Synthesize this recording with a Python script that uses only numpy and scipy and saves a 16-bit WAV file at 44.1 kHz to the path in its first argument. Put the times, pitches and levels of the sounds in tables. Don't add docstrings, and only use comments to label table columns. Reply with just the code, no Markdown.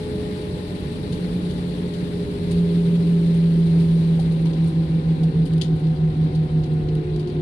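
import sys
import numpy as np
from scipy import signal
from scipy.io import wavfile
from scipy.ndimage import uniform_filter1d

SR = 44100
rng = np.random.default_rng(int(sys.argv[2]) if len(sys.argv) > 2 else 0)


def nominal_scale(level):
    x = np.asarray(level, float) / 20
    return 10 ** x


def digitize_waveform(pressure):
    field = np.atleast_2d(pressure).T
    bounded = np.clip(field, -1, 1)
    quanta = np.round(bounded * 32767).astype(np.int16)
    wavfile.write(sys.argv[1], SR, quanta)


N = 326781


def evened(x):
    return x / np.sqrt(np.mean(x ** 2) + 1e-20)


def read(points, hz):
    f, value = np.transpose(points)
    return np.interp(np.log(hz + 1), np.log(f + 1), value)


def curves(rows, t):
    s, *columns = np.transpose(rows)
    return [np.interp(t, s, c) for c in columns]


def band(x, low_hz, high_hz):
    return signal.sosfilt(signal.butter(4, [low_hz, high_hz], "bandpass", fs=SR, output="sos"), x)


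def drift(width_hz):
    pole = np.exp(-16 * np.pi * max(width_hz, .1) / SR)
    steps = (N + SR) // 16 + 1
    kicks = rng.standard_normal(steps) + 1j * rng.standard_normal(steps)
    slow = signal.lfilter([1], [1, -pole], kicks)
    z = np.interp(np.arange(N) / 16, np.arange(steps) - SR // 16, slow)
    return z / np.sqrt(np.mean(abs(z) ** 2))


def tone(turns, db, fuzz=0., width_hz=3., lead=0., pan_db=0.):
    z = nominal_scale(db) * np.sqrt(2) * np.exp(2j * np.pi * turns) * (1 + fuzz * drift(width_hz))
    left = (z * np.exp(1j * lead)).real * nominal_scale(pan_db / 2)
    right = z.real / nominal_scale(pan_db / 2)
    return np.array([left, right])


def noise_pair(size, gain_db, same, patchy_db, flicker_db):
    frames, hz = 4 * N // size + 5, np.fft.rfftfreq(size, 1 / SR)
    t = np.arange(frames) * size / 4 / SR
    a, b, c, d, patches = rng.standard_normal((frames, len(hz), 5)).T
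    patches = evened(uniform_filter1d(uniform_filter1d(patches, size=10, axis=0), size=8, axis=1))
    flicker = evened(uniform_filter1d(rng.standard_normal(frames), size=6))
    likeness = same(hz)[:, None]
    left = a + 1j * b
    right = likeness * left + np.sqrt(1 - abs(likeness) ** 2) * (c + 1j * d)
    z = np.array([left, right]) * nominal_scale(gain_db(hz, t) + patchy_db * patches + flicker_db * flicker)
    return signal.istft(z, nperseg=size, noverlap=3 * size // 4)[1][:, :N] * np.sqrt(SR / size)


# time in seconds, near shaft in Hz, lead of the far shaft in Hz.
SHAFTS = [(0, 183.1, 6.927), (1.25, 177.2, 6.426), (2.5, 171.6, 5.925), (4.4, 163.2, 5.934),
          (4.65, 162.1, 5.552), (4.85, 161.3, 6.722), (5.2, 159.7, 6.686), (6, 156.5, 5.895),
          (6.75, 153.9, 5.543), (7.41, 152.1, 3.395)]
# Hz, level in dB.
NEAR_PATH = [
    [(152.7, -28), (153.3, -22.5), (162, -20.5), (166, -16), (171.5, -19), (172.2, -30), (177.2, -26.5),
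     (178, -37)],
    [(352.5, -36), (356, -50), (364, -44), (374, -62), (386, -41), (400, -40), (410, -45), (422, -33)],
    [(704, -57), (716, -63), (729, -55), (738, -68), (766, -61), (810, -66), (826, -62), (845, -53)],
    [(1450, -74), (1475, -68), (1500, -75), (1700, -77)],
]
FAR_PATH = [
    [(158.8, -31), (160.3, -24.5), (163.5, -25), (165.3, -21.5), (167.8, -26), (169.3, -35), (178, -36),
     (183, -46)],
    [(362, -33), (371, -38), (389, -45), (394, -38), (402, -38.5), (409, -33), (428, -42), (435, -65)],
    [(726, -56), (744, -50), (763, -57), (775, -54), (786, -59), (797, -72), (830, -69), (870, -64)],
    [(1450, -74), (1475, -65), (1500, -72), (1525, -65), (1560, -71), (1620, -80), (1670, -72), (1730, -78)],
]
PUMP_GEAR, FAR_START_TURNS = 2.315, .326
NULL_HZ, NULL_WIDTH_HZ = 172.2, .35


def engines():
    near_hz, lead_hz = curves(SHAFTS, np.arange(N) / SR)
    near_sign = -np.tanh((near_hz - NULL_HZ) / NULL_WIDTH_HZ)
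    near = (near_hz, 0, NEAR_PATH, near_sign)
    far = (near_hz + lead_hz, FAR_START_TURNS, FAR_PATH, 1)
    out = np.zeros((2, N))
    for hz, start_turns, path, sign in (near, far):
        turns = np.cumsum(hz) / SR + start_turns
        shaft_db = read(path[0], hz) + .4
        out += sign * tone(turns, shaft_db, fuzz=.04, width_hz=8, lead=.12, pan_db=-1.0)
        for k in range(3):
            order = PUMP_GEAR * 2 ** k
            pump_db = read(path[k + 1], order * hz) + 0.54
            out += tone(order * turns, pump_db, fuzz=0.19, width_hz=5, lead=.3 * 2 ** k, pan_db=.5)
    return out


# time in seconds, pitch in Hz, level in dB.
WHEEL_WHINE = [(0, 600, -48), (.9, 594, -50), (2.7, 585, -50), (3.9, 573, -52), (5.1, 545, -52),
               (5.7, 527, -66), (6, 515, -58), (6.2, 512, -70), (6.4, 495, -46), (6.7, 467, -45),
               (7.12, 425, -37.5), (7.41, 396, -40)]


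def wheel_whine():
    hz, db = curves(WHEEL_WHINE, np.arange(N) / SR)
    return tone(np.cumsum(hz) / SR, db, fuzz=.12, width_hz=3, pan_db=1.5)


# start in seconds, end in seconds, start in Hz, end in Hz, level in dB.
GLIDES = [
    (5.12, 5.62, 466, 424, -42),
    (6.4, 7.4, 335, 302, -41),
    (4.2, 5.2, 331, 325, -38),
    (0.3, 1.7, 170, 167, -36),
    (-.6, 1.4, 1830, 1822, -62),
]


def glides():
    t = np.arange(N) / SR
    out = np.zeros((2, N))
    for start, end, start_hz, end_hz, db in GLIDES:
        swell = np.sin(np.pi * np.clip((t - start) / (end - start), 0, 1))
        turns = np.cumsum(np.interp(t, [start, end], [start_hz, end_hz])) / SR
        out += swell * tone(turns, db, fuzz=.15, width_hz=3.8)
    return out


HUM_HZ = [90, 288, 505, 843, 915, 1009, 1040, 1317, 1515, 1825, 2690, 2777]
# level in dB, width in Hz, left over right in dB.
HUMS = [(-42, 4, 0), (-50, 9, 0), (-51, 2, 2), (-64, 2, 1), (-64, 3, 1), (-63, 1, 1), (-68, 1, 1),
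        (-72, 1, 1), (-75, 2, 2), (-72, 9, 0), (-74, 1, 12), (-75, 2, 10)]


def hums():
    t = np.arange(N) / SR
    out = np.zeros((2, N))
    for hz, (db, width_hz, pan_db) in zip(HUM_HZ, HUMS):
        turns = hz * t + rng.random()
        out += 1.2 * tone(turns, db, fuzz=.55, width_hz=width_hz, lead=hz / 600, pan_db=pan_db)
    return out


# Hz, level in dB per Hz.
RUMBLE = [(22, -33.5), (38, -6), (60, 13), (75, -5), (120, 5), (200, -4), (285, -4), (400, -10), (472, -12),
          (586, -21), (660, -23), (841, -23.5), (1000, -30), (1500, -32.5)]
# Hz, correlation from -1 to 1.
RUMBLE_SAME = [(40, .999), (90, 0.99), (200, 0.89), (350, 0.86), (520, 0.33), (750, -0.2), (1000, -0.52),
               (1500, -0.91)]
# time in seconds, added thump in dB.
JOINTS = [
    (2.47, 5.6),
    (3.9, 5),
    (5.74, 5.4),
    (6.11, 2.5),
    (6.86, 6.9),
]
JOINT_S = 0.039
RUMBLE_DB, RUMBLE_DB_PER_S = -32, -0.28
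THUMP_DB, THUMP_DB_PER_S = -9.5, 0.67


def rumble():
    def gain_db(hz, t):
        joints_db = sum(db * np.exp(-((t - s) / JOINT_S) ** 2) for s, db in JOINTS)
        thump_db = THUMP_DB + THUMP_DB_PER_S * t + joints_db
        bass = np.clip((150 - hz[:, None]) / 30, 0, 1)
        level_db = RUMBLE_DB + RUMBLE_DB_PER_S * t + thump_db * bass
        rolloff_db = 30 * np.log2(np.maximum(hz / 1500, 1))
        return (read(RUMBLE, hz) - rolloff_db)[:, None] + level_db

    def same(hz):
        return np.clip(read(RUMBLE_SAME, hz), -1, 1)
    return nominal_scale(-17.0) * noise_pair(2048, gain_db, same, patchy_db=0.8, flicker_db=0.5)


# Hz, level in dB per Hz.
LEFT_PORT = [(900, -68), (1250, -79), (1550, -78), (1950, -74.5), (2600, -76), (3300, -75), (4050, -72.5),
             (4700, -78), (5500, -87.5), (6400, -95), (7600, -106), (9100, -94), (10200, -104),
             (11800, -99)]
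RIGHT_PORT = [(900, -73.5), (1250, -83), (1550, -80), (1950, -81), (2600, -85), (3300, -87), (4050, -84.5),
              (4700, -90), (5500, -94.5), (6400, -92.5), (7600, -90), (9100, -84), (10200, -89),
              (11800, -94)]
# time in seconds, hiss change in dB.
THRUST = [(0, 4), (2, 3), (4, 1.5), (4.5, -2), (5.5, -5.5), (6.4, -6.5), (7.41, -9.5)]
# Hz, share of the change.
THRUST_SHARE = [(1200, 0.17), (2000, 0.32), (4000, 0.43), (5500, .6), (9000, 0.8), (12000, 1.1)]
PORT_LAG_S = .00051


def hiss():
    def gain_db(hz, t):
        low_cut_db = 24 * np.log2(np.maximum(1200 / (hz + 1), 1))
        ports_db = np.array([read(LEFT_PORT, hz), read(RIGHT_PORT, hz)]) - low_cut_db
        return ports_db[:, :, None] + read(THRUST_SHARE, hz)[:, None] * curves(THRUST, t)[0]

    def same(hz):
        return .2 * np.exp(2j * np.pi * hz * PORT_LAG_S)
    return nominal_scale(-2.5) * noise_pair(512, gain_db, same, patchy_db=1.11, flicker_db=0.65)


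# start in seconds, peak in dB, 2-5 kHz part in dB, T60 in seconds.
RATTLES = [(1.1219, -39.5, 7, 0.13), (1.1997, -49, 3, 0.16), (1.502, -46, 8.5, 0.23), (1.9345, -48, 10, .2),
           (2.5094, -31, 0.5, 0.093), (3.3388, -43.5, 1, 0.14), (3.797, -45, 5, .2),
           (4.194, -43.5, 4.5, 0.22), (4.3188, -38.5, -1, .06), (4.4144, -46, -1, 0.073),
           (4.4538, -43, 6, 0.11), (4.531, -46.5, 15.5, 0.052), (4.6392, -44.5, -5, 0.084),
           (4.6698, -40.5, -11, 0.16), (5.2297, -41.5, 6.5, 0.085), (5.452, -41.5, 2.5, 0.17),
           (5.533, -39, 3.5, 0.035), (5.577, -35, 4, 0.029), (5.611, -34, 11.5, .16),
           (5.759, -47, -9, 0.079), (5.7932, -42, -16, .045), (5.8671, -46, 9, 0.055),
           (6.348, -44, 8.5, 0.089), (6.6338, -45, 13.5, 0.056), (6.733, -43.5, -3, 0.044),
           (6.8857, -50.5, 16, .05), (6.9486, -42, 3, .054), (7.1601, -43, 10.5, 0.035),
           (7.1937, -43.5, 8, .098), (7.2725, -48.5, 8.5, 0.11)]
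RATTLE_RISE_S = .004
PAN_DB, PAN_PER_DB = -7, 0.1
TICK_COUNT, TICK_DB, TICK_T60_S = 18, -54, .06


def rattles():
    out, t = np.zeros((2, N + SR)), np.arange(SR // 4) / SR
    ticks = [(a * N / SR, TICK_DB + 6 * b, 20 * c - 8, TICK_T60_S)
             for a, b, c in rng.random((TICK_COUNT, 3))]
    for s, db, middle_db, t60 in RATTLES + ticks:
        pan_db = PAN_DB + PAN_PER_DB * middle_db
        ring_hz = rng.uniform(2860, 4220)
        jumps_db = 3 * rng.standard_normal(len(t) // 50 + 1).repeat(50)[:len(t)]
        grit = rng.standard_normal((2, len(t))) * nominal_scale(jumps_db)
        shape = nominal_scale(db - 60 * t / np.clip(t60, .02, .2)) * np.minimum(t / RATTLE_RISE_S, 1)
        top = evened(band(grit, 7800, 10400) + 0.75 * band(grit, 6000, 11800))
        top *= nominal_scale([[pan_db / 2 - 14], [-pan_db / 2 - 7.0]])
        middle = band(grit, 2870, 4650) + 0.32 * band(grit, 4600, 7000) + 0.14 * band(grit, 1500, 3000)
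        middle = evened(middle + 0.46 * band(grit, 0.98 * ring_hz, 1.07 * ring_hz))
        middle *= nominal_scale(middle_db + np.array([[-2.5], [-11]]))
        out[:, round(s * SR):][:, :len(t)] += (top + middle) * shape
    return out[:, :N]


# start in seconds, level in dB, pitch in Hz, T60 in seconds.
KNOCKS = [
    (4.187, -31.5, 760, 0.082),
    (4.454, -37, 935, 0.071),
    (4.457, -40, 2250, 0.057),
    (5.231, -31.5, 740.2, 0.048),
    (6.979, -51.5, 2270, 0.034),
    (7.161, -45, 1600, .03),
    (7.298, -42.5, 3100, .05),
    (7.364, -40, 3640, 0.041),
]


def knocks():
    out, t = np.zeros((2, N + SR)), np.arange(SR // 4) / SR
    for s, db, hz, t60 in KNOCKS:
        shape = nominal_scale(db - 60 * t / t60) * np.minimum(t / 0.0035, 1)
        noise = evened(band(rng.standard_normal((2, len(t))), 0.6 * hz, 1.17 * hz))
        out[:, round(s * SR):][:, :len(t)] += shape * (np.sin(2 * np.pi * hz * t) + 0.69 * noise)
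    return out[:, :N]


def scene():
    tones = wheel_whine() + glides() + hums()
    return engines() + tones + rumble() + hiss() + rattles() + knocks()


# Hz, change in dB.
STEP_COLOUR = [(900, 0), (1200, 10), (1700, 6), (2200, 0), (5300, -3), (6200, 3), (7100, -6), (11000, -5)]
HOP, BINS, GRID = 1024, 560, 793
STEP_DB, STEP_SHARE, STEP_SPREAD_DB = -51, .4, 3
STEP_OVER_DB = 9


def coarse_steps(x):
    n, k = np.arange(2 * HOP), np.arange(BINS)
    window = np.sin(np.pi * (n + .5) / (2 * HOP))
    basis = np.cos(np.pi / HOP * np.outer(n + HOP / 2 + .5, k + .5))
    basis *= np.sqrt(2 / HOP) * window[:, None]
    lead = 2 * HOP - GRID
    blocks = np.pad(x, ((0, 0), (lead, -(N + lead) % HOP + HOP))).reshape(len(x), -1, HOP)
    lines = np.concatenate([blocks[:, :-1], blocks[:, 1:]], axis=2) @ basis
    t = (np.arange(lines.shape[1]) * HOP - lead + HOP) / SR
    spread = rng.standard_normal(lines.shape[:2] + (BINS // 16,)).repeat(16, axis=2)
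    power = uniform_filter1d(uniform_filter1d(lines ** 2, size=48, axis=2), size=3, axis=1)
    local = np.sqrt(power + 1e-12)
    colour_db = read(STEP_COLOUR, k * SR / 2 / HOP)
    step_db = STEP_DB + colour_db + STEP_SHARE * curves(THRUST, t)[0][:, None]
    step = np.minimum(nominal_scale(step_db), nominal_scale(STEP_OVER_DB) * local) * nominal_scale(STEP_SPREAD_DB * spread)
    rounded = np.sign(lines) * np.floor(abs(lines) / step + .4) * step
    frames = rounded @ basis.T
    blocks = frames[:, 1:, :HOP] + frames[:, :-1, HOP:]
    return blocks.reshape(len(x), -1)[:, lead - HOP:][:, :N]


def top_cut(x):
    return signal.sosfilt(signal.butter(12, 12080, fs=SR, output="sos"), x)


def record(dry):
    return top_cut(coarse_steps(dry))


dry = scene()
out = record(dry)
digitize_waveform(out)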